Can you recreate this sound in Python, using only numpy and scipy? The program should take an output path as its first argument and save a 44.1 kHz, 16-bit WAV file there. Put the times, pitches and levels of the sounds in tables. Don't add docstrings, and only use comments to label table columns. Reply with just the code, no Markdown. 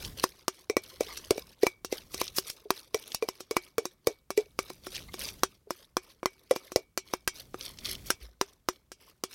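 import sys
import numpy as np
from scipy import signal
from scipy.fft import rfft, irfft
from scipy.io import wavfile
from scipy.ndimage import uniform_filter1d, map_coordinates

SR = 44100
rng = np.random.default_rng(int(sys.argv[2]) if len(sys.argv) > 2 else 0)


def bounce(signal):
    frames = np.transpose(np.atleast_2d(signal))
    limited = np.clip(frames, -1, 1)
    pcm = np.round(limited * 32767).astype(np.int16)
    wavfile.write(sys.argv[1], SR, pcm)


N = 411894
AGE_S = np.arange(SR // 2) / SR
BLOW_S, USUAL_DB = 0.02, -35

# t/s, clank/dB, centre f/Hz, edge click/dB, spoon ting/dB
KNOCKS = [(0.2399, -25, 1050, -27.5, -68), (0.4814, -31.5, 1080, -30, -51.5),
          (1.6677, -31.5, 1020, -32.5, -29.5), (1.8475, -47.5, 1280, -37.5, -63.5),
          (2.1446, -47.5, 1150, -37, -57.5), (2.2154, -34, 990, -32.5, -46),
          (2.3844, -37.5, 1110, -28.5, -56.5), (2.7054, -26.5, 1030, -28, -49),
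          (3.2878, -40.5, 990, -35.5, -49), (3.4058, -55, 1220, -43, -70),
          (3.5673, -27.5, 1030, -30, -33.5), (3.8547, -40.5, 1060, -36.5, -54.5),
          (4.3048, -38.5, 1150, -37.5, -50), (4.59, -32, 1200, -32.5, -40.5), (4.703, -51, 1020, -51, -58),
          (4.8689, -47, 1280, -44.5, -69), (5.142, -49.5, 1160, -44.5, -53.5),
          (5.4342, -25.5, 1215, -26, -55.5), (5.7067, -36.5, 994, -37.5, -58),
          (5.9686, -29.5, 990, -32, -45.5), (6.231, -41.5, 1070, -54, -54.5),
          (6.2579, -29, 970, -32, -36.5), (6.562, -40, 1096, -40, -47.5), (6.7195, -49, 1190, -43.5, -66.5),
          (6.9761, -36.5, 1307, -31, -44.5), (7.1373, -33, 980, -35.5, -46),
          (7.2764, -30, 1457, -27, -38.5), (7.544, -43, 1170, -55, -66), (8.1036, -27, 1410, -23.5, -44.5),
          (8.413, -28, 1050, -31, -60.5), (8.6875, -30, 1035, -32, -48.5), (8.9178, -52.5, 1440, -45, -62),
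          (9.2377, -39, 1220, -32.5, -53)]
# t/s, thud/dB, f/Hz, t60/s, wall clank/dB, spoon ting/dB, edge click/dB
THUDS = [(0.698, -26.5, 420, 0.031, -44.5, -37.5, -36.5), (0.768, -26.5, 426, 0.0074, -32, -32.5, -31.5),
         (1.0077, -26, 480, 0.01, -46.5, -43.5, -36), (1.3075, -20, 417, 0.021, -35.5, -44, -27),
         (1.38, -36, 477, 0.0057, -55, -48, -47.5), (1.6322, -18.5, 410, 0.023, -52, -39, -34),
         (1.9261, -29.5, 424, 0.0083, -61, -44.5, -38.5), (2.945, -27, 439, 0.048, -39.5, -38.5, -32),
         (3.2247, -25.5, 449, 0.043, -42.5, -41.5, -43), (3.5107, -32, 442, 0.029, -40.5, -44.5, -36.5),
         (3.782, -25.5, 457, 0.036, -34, -44, -31.5), (4.0712, -22.5, 461, 0.022, -34.5, -41.5, -27.5),
         (4.376, -20, 425, 0.072, -54, -39.5, -34), (6.5105, -19.5, 516, 0.024, -35.5, -39.5, -33.5),
         (6.76, -22.5, 490, 0.0079, -40, -41, -28)]
# f/Hz, level/dB
GRIT_SPECTRUM = [(300, -13), (1000, -21), (1700, -4), (2800, -1.5), (4000, 1.5), (6000, -0.5), (7100, -13),
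                 (9000, -7), (12500, -5.5), (16000, -14)]


def contacts():
    # t/s, click/dB
    edge_clicks = [(1.1743, -40), (2.5002, -36.5), (3.1467, -29)]
    upper_wall_hz = 1290
    rows = []
    for s, clank_db, hz, click_db, ting_db in KNOCKS:
        octaves_up = max(np.log2(hz / upper_wall_hz), 0)
        boom_db = -34.5 + 0.56 * (clank_db - USUAL_DB) - 56.5 * octaves_up
        rows.append((s, boom_db, clank_db, hz, ting_db, click_db))
    for s, *_, clank_db, ting_db, click_db in THUDS:
        rows.append((s, clank_db - 1, clank_db, 1170, ting_db, click_db))
    for s, click_db in edge_clicks:
        rows.append((s, click_db - 35.5, click_db - 25.5, 1200, click_db - 26, click_db))
    drag_db, out = drag_level_db(), []
    for s, boom_db, clank_db, hz, ting_db, click_db in rows:
        share_db = -4.5 + 13.5 * np.log2(hz / 1100) - 0.57 * (click_db - USUAL_DB)
        tick_db = click_db - 10 * np.log10(1 + from_db(share_db) ** 2)
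        skid_db = drag_db[int(s * SR)] + 17
        out.append((s, boom_db, clank_db, hz, ting_db, tick_db, tick_db + share_db, skid_db))
    return out


def knocks(focus_db_per_octave, rattle_db, rattle_t60_s, sing_db):
    # f/Hz, level/dB, t60/s
    bowl_modes = [(376, -6.5, .075), (510, 0, .018), (700, -4, .016), (1010, -2, .014), (1150, -3, .02),
                  (1330, -5, .02), (1590, -3, .024)]
    # f/Hz, level/dB, t60/s
    spoon_modes = [(1990, -3.5, .041), (2284, -.5, .05), (2255, 0, .29), (2338, -4, .26), (2400, 7, .1)]
    boom_top_hz = 800
    bottom_modes = [row for row in bowl_modes if row[0] < boom_top_hz]
    out, bottom = np.zeros((2, N))
    for s, boom_db, clank_db, centre_hz, ting_db, _, shimmer_db, _ in contacts():
        wall_modes = [(hz, db - focus_db_per_octave * abs(np.log2(hz / centre_hz)), t60_s)
                      for hz, db, t60_s in bowl_modes if hz >= boom_top_hz]
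        add(bottom, s, blow(struck(bottom_modes, spread_db=1.7, detune=0.57), boom_db))
        add(out, s, blow(struck(wall_modes, spread_db=2.5, detune=0.62), clank_db))
        add(out, s, blow(burst(low_hz=650, high_hz=1900, t60_s=rattle_t60_s), clank_db + rattle_db))
        add(out, s, blow(struck(spoon_modes[:2], spread_db=4, detune=2), ting_db))
        singing = struck(spoon_modes[2:], spread_db=2, detune=3)
        add(out, s, blow(singing, (2 * ting_db + shimmer_db) / 3 + sing_db))
    return out + highpass(bottom, hz=187)


def thuds(rise_s, upper_ratio, upper_db, side_hz, side_db, slosh_db, slosh_t60_s):
    # t/s, level/dB
    lumps = [(1.066, -50.5), (1.357, -42), (2.655, -44), (3.818, -50.5), (4.104, -44), (4.461, -57.5),
             (5.671, -52)]
    lump_hz, lump_t60_s = 420, 0.05
    out = np.zeros(N)
    for s, db, hz, t60_s, *_ in THUDS + [(s, db, lump_hz, lump_t60_s) for s, db in lumps]:
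        bottom = mode(hz, t60_s) + from_db(upper_db) * mode(hz * upper_ratio, t60_s)
        side = from_db(side_db) * mode(side_hz, t60_s)
        attack = 1 - np.exp(-AGE_S / rise_s)
        add(out, s, blow((bottom + side) * attack, db))
        add(out, s, blow(burst(low_hz=333, high_hz=640, t60_s=slosh_t60_s), db + slosh_db))
    return highpass(out, hz=220)


def edge_clinks(bite_t60_s, chatter_t60_s, chatter_db, t60_at_5khz_s, damping, skid_s, count=260):
    # f/Hz, level/dB
    tick_spectrum = [(1500, -8), (2200, -8), (2700, -3.5), (3300, -6), (4400, -1.5), (5500, 4),
                     (6400, -0.5), (7100, -10), (9000, -8.5), (12000, -8.5), (16000, -12)]
    # f/Hz, level/dB
    shimmer_spectrum = [(500, 1.5), (1600, -4), (2500, -13.5), (3400, -11), (4700, -9.5), (5700, -1),
                        (6500, -8), (7100, -8), (9000, -8), (12000, -15.5), (16000, -20.5)]
    ticks, shimmer, skids = np.zeros((3, N))
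    pitches_hz = np.linspace(2400, 16000, count) + 25 * rng.standard_normal(count)
    high_modes = np.array([mode(hz, t60_at_5khz_s * (5000 / hz) ** damping) for hz in pitches_hz])
    bite = fade(bite_t60_s) + from_db(chatter_db) * fade(chatter_t60_s)
    lead_s = AGE_S[AGE_S < 0.03]
    swell = np.exp(-lead_s[::-1] / skid_s)
    for s, *_, tick_db, shimmer_db, skid_db in contacts():
        add(ticks, s, blow(rng.standard_normal(len(bite)) * bite, tick_db))
        add(shimmer, s, blow(rng.standard_normal(count) @ high_modes, shimmer_db))
        add(skids, s - lead_s[-1], from_db(skid_db) * rng.standard_normal(len(swell)) * swell)
    return (coloured(ticks, tick_spectrum)
            + from_db(-2.5) * coloured(shimmer, shimmer_spectrum)
            + from_db(0.5) * coloured(skids, GRIT_SPECTRUM))


def drag_level_db():
    # t/s, length/s, level/dB
    drags = [(0.0, 0.068, -44.5), (0.175, .055, -44.5), (0.234, 0.0046, -39), (0.31, 0.11, -60.5),
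             (0.53, 0.087, -57.5), (0.84, 0.123, -52.5), (1.02, 0.26, -48.5), (1.33, 0.087, -53.5),
             (1.47, 0.065, -59), (1.62, 0.061, -49), (1.93, 0.052, -44.5), (2.125, .04, -52),
             (2.17, 0.084, -40.5), (2.37, 0.024, -43), (2.46, 0.037, -47.5), (2.57, 0.053, -60.5),
             (2.745, .05, -49.5), (2.81, 0.054, -59.5), (2.96, .08, -52.5), (3.07, 0.06, -48.5),
             (3.24, 0.2, -58), (3.53, 0.15, -58), (3.81, 0.12, -65), (4.08, 0.031, -55), (4.38, 0.035, -50),
             (4.62, 0.13, -52.5), (4.85, 0.045, -53), (4.925, 0.063, -42), (5.0, 0.024, -50),
             (5.15, .04, -47.5), (5.195, 0.088, -39), (5.36, 0.19, -64), (5.72, 0.12, -59.5),
             (6.03, .08, -58.5), (6.3, 0.17, -66), (6.53, 0.15, -53), (6.77, 0.021, -58.5),
             (7.075, 0.082, -55), (7.35, 0.055, -49.5), (7.54, 0.049, -66.5), (7.598, .1, -44.5),
             (7.775, .05, -56), (7.853, 0.086, -40), (8.07, 0.014, -47), (8.21, 0.049, -56),
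             (8.44, 0.069, -59), (8.71, 0.053, -63), (9.01, .09, -58.5), (9.32, .02, -48.5)]
    bounces = np.zeros(N)
    for s, *_ in KNOCKS:
        add(bounces, s, (1 - fade(t60_s=0.02)) * np.exp(-AGE_S / 0.037))
    level_db = strokes_db(drags, rise_db_per_s=421.5, fall_db_per_s=219.5, sag_db_per_s=13.5, grip_db=4)
    return level_db - 8 * bounces


def stirring(clump_db, squish_db, squish_growth):
    drag_db = drag_level_db()
    snaps = crackle(per_s=1800, spread_db=5.2, cycles=12, low_hz=1300, high_hz=15000, count=22)
    hiss = from_db(-3) * rng.standard_normal(N)
    clumps = from_db(clump_db * drift(per_s=150))
    grit = from_db(drag_db) * rms_one((snaps + hiss) * clumps)
    grit = wall_reflection(grit, gain=0.54, delay_s=0.000597, drift_per_s=12)
    wet = crackle(per_s=680, spread_db=3, cycles=28, low_hz=224, high_hz=2120, count=14)
    effort_db = uniform_filter1d(drag_db, SR // 25)
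    squish = from_db(squish_db + squish_growth * effort_db) * wet
    # f/Hz, level/dB
    squish_spectrum = [(120, -9), (250, -1.5), (380, 6.5), (550, 2.5), (800, -4), (1150, 0.5), (1700, -9.5),
                       (3000, -10.5)]
    return coloured(grit, GRIT_SPECTRUM) + coloured(squish, squish_spectrum)


def crackle(per_s, spread_db, cycles, low_hz, high_hz, count):
    sizes = from_db(spread_db * np.minimum(rng.exponential(1, N), 4)) * rng.choice([-1, 1], N)
    snaps = sizes * (rng.random(N) < per_s / SR)
    pitch_index = rng.integers(0, count, N)
    pitches_hz = np.geomspace(low_hz, high_hz, count)
    rings = (hz * ring(snaps * (pitch_index == k), hz, cycles / hz) for k, hz in enumerate(pitches_hz))
    return rms_one(sum(rings))


def crunches(low_hz, high_hz, t60_s):
    # t/s, level/dB
    morsels = [(0.048, -41), (2.279, -41), (3.119, -43.5), (4.957, -42), (4.965, -41), (5.288, -41.5),
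               (7.61, -42), (7.787, -48), (7.858, -38), (7.952, -44)]
    out = np.zeros(N)
    for s, db in morsels:
        add(out, s, blow(burst(low_hz, high_hz, t60_s), db))
    return out


def rubs():
    # t/s, length/s, level/dB
    rub_events = [(1.021, 0.026, -59), (1.074, 0.069, -49), (5.081, 0.015, -51)]
    # f/Hz, level/dB, t60/s
    rub_modes = [(1150, 3.5, 0.017), (1990, -9, 0.047), (2110, 0, 0.043), (4310, -1, .018),
                 (5830, -21, .03)]
    out = np.zeros(N)
    for s, length_s, db in rub_events:
        friction = rng.standard_normal(int(length_s * SR))
        friction = np.pad(friction * np.sqrt(np.hanning(len(friction))), (0, SR // 10))
        squeal = sum(ring(friction, hz, t60_s) * from_db(mode_db) for hz, mode_db, t60_s in rub_modes)
        add(out, s, blow(squeal, db) * np.sqrt(length_s / BLOW_S))
    return out


def skating():
    # t/s, length/s, level/dB
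    skates = [(2.125, 0.017, -51), (2.17, 0.071, -52), (2.366, .03, -37.5), (2.47, 0.069, -56),
              (3.09, 0.046, -63), (5.2, 0.1, -49.5), (8.065, 0.046, -49.5)]
    # f/Hz, level/dB
    skate_spectrum = [(1000, -19.5), (3000, -14.5), (6000, 0), (7100, -4.5), (9000, -5.5), (13000, -2.5),
                      (16000, -9)]
    level_db = strokes_db(skates, rise_db_per_s=901, fall_db_per_s=604, grip_db=9)
    flicker_db = 4.1 * drift(per_s=130)
    return coloured(from_db(level_db + flicker_db) * rng.standard_normal(N), skate_spectrum)


def handling(holding_db, bump_s, bump_db):
    # t/s, length/s, level/dB
    shifts = [(0.0, 0.095, -45), (1.0, 0.45, -59), (2.05, .3, -58.5), (4.62, 0.16, -60),
              (4.96, 0.43, -52.5), (7.45, 0.35, -58.5), (7.85, 0.21, -49.5)]
    # f/Hz, level/dB
    rumble_spectrum = [(18, -9.5), (60, 0), (95, -5), (220, -11), (1000, -35)]
    shift_db = strokes_db(shifts, rise_db_per_s=49, fall_db_per_s=95)
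    rumble_gain = np.hypot(from_db(holding_db), from_db(shift_db))
    out = rumble_gain * coloured(rng.standard_normal(N), rumble_spectrum)
    jolt = highpass(mode(hz=120, t60_s=0.025), hz=45.46)
    for s, *_, click_db in THUDS:
        add(out, s, blow(jolt, db=-56 + 1.9 * (click_db - USUAL_DB)))
    bump = mode(hz=55, t60_s=0.3) * (1 - fade(t60_s=0.075))
    add(out, bump_s, blow(bump, bump_db))
    return out


def night_air(level_db):
    # f/Hz, level/dB
    air_spectrum = [(30, -16), (1000, -5.5), (16000, -19)]
    return from_db(level_db) * coloured(rng.standard_normal(N), air_spectrum)


def wall_reflection(x, gain, delay_s, drift_per_s):
    lag = delay_s * SR * (1 + 0.6 * np.tanh(drift(drift_per_s)))
    echo = map_coordinates(x, [np.arange(N) - lag], order=3)
    return (x + gain * echo) / np.sqrt(1 + gain ** 2)


def strokes_db(rows, rise_db_per_s, fall_db_per_s, sag_db_per_s=0, grip_db=0, grip_s=0.01):
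    t, levels = np.arange(0, N, 32) / SR, []
    for s, length_s, db in rows:
        before_s = np.maximum(s - t, 0)
        during_s = np.clip(t - s, 0, length_s)
        after_s = np.maximum(t - s - length_s, 0)
        loose = np.minimum((before_s + after_s) / grip_s, 1)
        drop_db = rise_db_per_s * before_s + sag_db_per_s * during_s + fall_db_per_s * after_s
        levels.append(db - drop_db - grip_db * loose)
    return np.interp(np.arange(N) / SR, t, np.max(levels, axis=0))


def struck(modes, spread_db, detune):
    out = np.zeros(len(AGE_S))
    for hz, db, t60_s in modes:
        gain = from_db(db + spread_db * rng.standard_normal())
        out += gain * mode(hz + detune * rng.standard_normal() / t60_s, t60_s)
    return out


def burst(low_hz, high_hz, t60_s):
    band = signal.butter(2, [low_hz, high_hz], "band", fs=SR, output="sos")
    return signal.sosfilt(band, rng.standard_normal(len(AGE_S)) * fade(t60_s))


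def mode(hz, t60_s):
    return np.sin(2 * np.pi * hz * AGE_S) * fade(t60_s)


def fade(t60_s):
    return np.exp(-np.log(1000) * AGE_S / t60_s)


def ring(x, hz, t60_s):
    radius, angle = from_db(-60 / (t60_s * SR)), 2 * np.pi * hz / SR
    return signal.lfilter([0, np.sin(angle)], [1, -2 * radius * np.cos(angle), radius ** 2], x + 1e-18)


def coloured(x, spectrum, size=4096):
    hz, db = np.transpose(spectrum)
    bins_hz = np.maximum(np.arange(size // 2 + 1) * SR / size, 1)
    gains = from_db(np.interp(np.log(bins_hz), np.log(hz), db))
    cepstrum = irfft(np.log(gains))
    cepstrum[1:size // 2] *= 2
    cepstrum[size // 2 + 1:] = 0
    response = irfft(np.exp(rfft(cepstrum)))
    return signal.oaconvolve(x, response / np.sqrt(np.sum(response ** 2)))[:N]


def highpass(x, hz):
    return signal.sosfilt(signal.butter(2, hz, "high", fs=SR, output="sos"), x)


def drift(per_s):
    knots = rng.standard_normal(N // 10)
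    return np.interp(np.arange(N) / SR * per_s, np.arange(len(knots)), knots)


def blow(x, db):
    return x * from_db(db) / np.sqrt(np.sum(x ** 2) / (BLOW_S * SR) + 1e-20)


def rms_one(x):
    return x / np.sqrt(np.mean(x ** 2) + 1e-20)


def from_db(db):
    return 10 ** (np.asarray(db) / 20)


def add(out, s, x):
    at = max(round(s * SR), 0)
    out[at:at + len(x)] += x[:N - at]


def scene():
    blows = knocks(focus_db_per_octave=47, rattle_db=-14.5, rattle_t60_s=0.073, sing_db=-10.5)
    blows += thuds(rise_s=0.0035, upper_ratio=1.1, upper_db=-14.5, side_hz=648, side_db=-21.5,
                   slosh_db=-13, slosh_t60_s=0.1)
    clinks = edge_clinks(bite_t60_s=0.0042, chatter_t60_s=0.024, chatter_db=-9.5,
                         t60_at_5khz_s=0.098, damping=0.53, skid_s=0.0038)
    blows += wall_reflection(clinks, gain=0.48, delay_s=0.0012, drift_per_s=4)
    food = stirring(clump_db=4, squish_db=-34, squish_growth=0.63)
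    food += crunches(low_hz=2630, high_hz=5700, t60_s=0.019)
    air = night_air(level_db=-84)
    friction = rubs() + skating()
    rumble = handling(holding_db=-69.5, bump_s=8.215, bump_db=-41)
    return (blows + food + friction + rumble + air)[None]


def record(dry):
    low_hz, high_hz = 22, 16300
    thin = signal.sosfilt(signal.butter(1, low_hz, "high", fs=SR, output="sos"), dry)
    return signal.sosfilt(signal.ellip(10, 0.1, 70, high_hz, fs=SR, output="sos"), thin)


dry = scene()
out = record(dry)
bounce(out)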